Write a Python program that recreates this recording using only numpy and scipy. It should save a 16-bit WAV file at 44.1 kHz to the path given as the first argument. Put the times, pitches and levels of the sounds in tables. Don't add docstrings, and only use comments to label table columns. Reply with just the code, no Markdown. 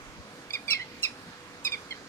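import sys
import numpy as np
from scipy import signal
from scipy.fft import rfft, irfft
from scipy.io import wavfile

SR = 44100
rng = np.random.default_rng(int(sys.argv[2]) if len(sys.argv) > 2 else 0)


def transcribe(u):
    v = np.clip(np.atleast_2d(u).T, -1, 1)
    q = np.round(v * 32767).astype(np.int16)
    wavfile.write(sys.argv[1], SR, q)


N = 92036
T = np.arange(N) / SR


def from_db(db):
    return 10 ** (np.asarray(db) / 20)


def unit_power(x):
    return x / np.sqrt(np.mean(x ** 2) + 1e-20)


def at_hz(table, hz):
    freqs, values = np.transpose(table)
    return np.interp(np.log(hz), np.log(freqs), values)


def panned(db):
    gains = from_db(np.array([[.5], [-.5]]) * db)
    return gains / np.sqrt(np.mean(gains ** 2, axis=0))


def drift(rate_hz):
    smooth = signal.butter(2, rate_hz, fs=SR, output="sos")
    return unit_power(signal.sosfilt(smooth, rng.standard_normal(2 * N))[N:])


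def noise_band(low, high, alike):
    band = signal.butter(2, [low, min(high, SR / 2 - 1)], "band", fs=SR, output="sos")
    mid, side = signal.sosfilt(band, rng.standard_normal((2, N + SR // 2)))[:, -N:]
    return np.sqrt(1 + alike) * mid + np.sqrt(1 - alike) * side * [[1], [-1]]


def add(out, start, sound):
    i = int(start * SR)
    out[:, i:i + sound.shape[1]] += sound[:, :N - i]


def right_later(sound, lag_samples):
    return np.array([sound[0], np.interp(T - lag_samples / SR, T, sound[1])])


# frequency in Hz, relative level in dB.
AIR_TONE = [(15, -45), (25, -13.5), (281, -2), (433, -8.5), (495, 0), (537, -8.5), (722, -9.5), (895, -12),
            (1200, -6), (1900, -10), (2300, -12), (2850, -16.5), (5010, -16), (10900, -32), (15500, -46)]
# frequency in Hz, left over right in dB.
AIR_BALANCE = [(60, 5), (200, -1.5), (700, 0), (1300, -6), (2400, -5), (4400, -3), (8000, 1)]
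# frequency in Hz, likeness from 0 to 1.
AIR_LIKENESS = [(30, .4), (60, .45), (130, .86), (290, .95), (640, .91), (1410, .55), (3100, .1),
                (8000, .05)]


def far_rumble(level_db=-47, waver_db=2.03):
    out, edges = 0, 20 * 2 ** np.arange(0, 10.1, .5)
    for low, high in zip(edges, edges[1:]):
        hz = np.sqrt(low * high)
        gain = from_db(at_hz(AIR_TONE, hz) + waver_db * drift(3.3))
        band = noise_band(low, high, at_hz(AIR_LIKENESS, hz))
        out = out + gain * panned(at_hz(AIR_BALANCE, hz)) * band
    return from_db(level_db) * unit_power(out)


# pitch in Hz, level in dB.
HUM_TONES = [(301.5, -70), (490, -61)]


def machine_hum(waver_db=1.5, pitch_wobble=0.0018):
    out = 0
    for hz, db in HUM_TONES:
        gain = from_db(db + waver_db * drift(4.7)) * np.sqrt(2)
        cycles = hz * np.cumsum(1 + pitch_wobble * drift(19)) / SR
        out = out + gain * np.sin(2 * np.pi * cycles)
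    return out


# peak time and width in seconds, frequency in Hz, level in dB, likeness of sides.
PUFFS = [(.08, 0.074, 37.7, -56, 0.23), (.205, 0.016, 71.5, -45, 0.24), (1.283, 0.02, 180, -48, 1)]


def low_puffs():
    out = 0
    for peak, width, hz, db, alike in PUFFS:
        swell = from_db(db) * np.exp(-.5 * ((T - peak) / width) ** 2)
        out = out + swell * unit_power(noise_band(hz / np.sqrt(2), hz * np.sqrt(2), alike))
    return out


# delay in seconds, level in dB, seconds to fade by 60 dB.
REFLECTIONS = [(.003, -16, 0.03), (0.014, -15.5, 0.17), (0.052, -33, .8)]


def field_echoes(calls, echo_s=.02, echo_db=-19, balance_db=-4):
    out, t = 0, T[:SR]
    for delay, db, fade_s in REFLECTIONS:
        tail = rng.standard_normal((2, SR)) * (t > delay) * from_db(-60 * t / fade_s)
        tail /= np.sqrt(np.sum(tail ** 2, axis=1, keepdims=True))
        scattered = signal.fftconvolve(calls[1:], tail, axes=1)[:, :N]
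        out = out + from_db(db) * panned(balance_db) * scattered
    add(out, echo_s, from_db(echo_db) * calls)
    return out


# frequency in Hz, boost in dB.
UPPER_TONE = [(5500, 4), (6900, -5.5), (8200, -3.5), (9500, -8.5), (11000, -12.5), (13500, -26),
              (15500, -18)]
# frequency in Hz, left over right in dB.
BIRD_BALANCE = [(1200, -1.5), (2400, -8.5), (3600, -3), (5000, -12), (8000, 0.5), (15000, -1)]
# frequency in Hz, lead in radians.
LEFT_LEAD = [(1200, 1.2), (2350, 0.84), (2750, 2.43), (3600, 3.13), (5000, 5.2), (5450, 8.57),
             (8000, 12.46), (15000, 21.36)]
ATTACK_S, RELEASE_S = 0.0022, 0.0067
FLUTTER_HZ, FLUTTER_DB = 170, 1.4


def bird_voice(t, hold_s, pitch, jitter, second_db, third_db, fourth_db, upper_db):
    jitter = jitter + .016 * np.exp(-t / .004)
    pitch = pitch * (1 + jitter * drift(FLUTTER_HZ)[:len(t)])
    envelope = np.clip(t / ATTACK_S, 0, 1) * np.exp(-np.maximum(t - hold_s, 0) / RELEASE_S)
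    envelope *= from_db(FLUTTER_DB * drift(FLUTTER_HZ)[:len(t)])
    levels = [second_db - 24.5, second_db, third_db, fourth_db]
    out, cycles = 0, np.cumsum(pitch) / SR
    for k in range(1, 13):
        hz = k * pitch
        db = levels[k - 1] if k <= len(levels) else upper_db + at_hz(UPPER_TONE, hz)
        lead = np.array([[1], [0]]) * at_hz(LEFT_LEAD, np.median(hz[t <= hold_s]))
        phase = 2 * np.pi * (k * cycles + rng.random()) + lead
        out = out + from_db(db) * panned(at_hz(BIRD_BALANCE, hz)) * np.sin(phase)
    return envelope * out


# time in seconds, pitch in Hz, level of harmonic 2 in dB.
WHINE_PATH = [(.679, 1182, -28.5), (.700, 1124, -28), (0.724, 1161, -34), (.748, 1079, -28.5),
              (0.769, 1084, -37), (0.786, 1026, -43), (.803, 981, -30.5), (.820, 1056, -35),
              (0.835, 1024, -38.5)]


def whine(jitter=0.013):
    times, hz, db = np.transpose(WHINE_PATH)
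    start, length = times[0], times[-1] - times[0]
    t = T[T < length + 10 * RELEASE_S]
    level = np.interp(start + t, times, db)
    pitch = np.interp(start + t, times, hz)
    fall = (hz.max() - pitch) / np.ptp(hz)
    third, fourth, upper = level - 7 - 4 * fall, level - 1.5 - 12 * fall, level - 21 - 17 * fall
    out = np.zeros((2, N))
    add(out, start, bird_voice(t, length, pitch, jitter, level, third, fourth, upper))
    return out


# start and length in seconds, first and end pitch in Hz,
# then levels in dB for harmonics 2, 3, 4 and the higher ones.
KIP_NOTES = [(0.5049, 0.0058, 1192, 1167, -35.5, -32.5, -31, -49),
             (0.533, 0.028, 1238, 1118, -29, -31.5, -33, -46.5),
             (0.7045, .035, 1382, 1184, -22.5, -25.5, -24, -36.5),
             (1.029, 0.03, 1370, 1168, -24.5, -28, -25, -35), (1.648, .032, 1263, 1125, -27, -26, -26, -39),
             (1.719, 0.029, 1213, 1124, -29, -29.5, -38, -49.5),
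             (1.907, 0.021, 1070, 1003, -36, -33.5, -37.5, -57)]
SAG_SHARE, BREAK_POWER = 0.13, 3.28
SWELL_DB, FADE_DB, UPPER_FADE_DB = 3.5, 5.5, 20
HOARSE_DB, HOARSE_BAND_HZ = -6, (720, 7400)


def kips(hold_share=0.89):
    out = np.zeros((2, N))
    for start, length, first_hz, end_hz, second, third, fourth, upper in KIP_NOTES:
        t = T[T < length + 10 * RELEASE_S]
        progress = t / length
        fall = np.minimum(SAG_SHARE * progress + (1 - SAG_SHARE) * progress ** BREAK_POWER, 2)
        pitch = first_hz + (end_hz - first_hz) * fall
        jitter = 0.0053 + .012 * fall
        swell = SWELL_DB * np.exp(-((progress - 0.87) / .12) ** 2)
        levels = (second + swell, third - FADE_DB * fall, fourth - FADE_DB * fall,
                  upper - UPPER_FADE_DB * fall)
        add(out, start, bird_voice(t, hold_share * length, pitch, jitter, *levels))
        rush = unit_power(noise_band(*HOARSE_BAND_HZ, alike=0))[:, :len(t)]
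        rush *= panned(at_hz(BIRD_BALANCE, np.mean(HOARSE_BAND_HZ)))
        burst = np.exp(-((progress - 0.79) / 0.28) ** 2)
        add(out, start, from_db(upper + HOARSE_DB) * burst * rush)
    return out


def scene():
    calls = kips() + whine()
    far_sounds = right_later(far_rumble() + machine_hum(), lag_samples=7)
    return far_sounds + field_echoes(calls) + low_puffs() + calls


TREBLE_FROM_HZ, TREBLE_LEAD_S, CUTOFF_HZ = 6000, 0.0052, 15600


def record(dry):
    hz = np.arange(N // 2 + 1) * SR / N
    lead = np.exp(2j * np.pi * hz * TREBLE_LEAD_S * (hz > TREBLE_FROM_HZ))
    shifted = irfft(rfft(dry) * lead, N)
    return signal.sosfilt(signal.ellip(10, .2, 70, CUTOFF_HZ, fs=SR, output="sos"), shifted)


dry = scene()
out = record(dry)
transcribe(out)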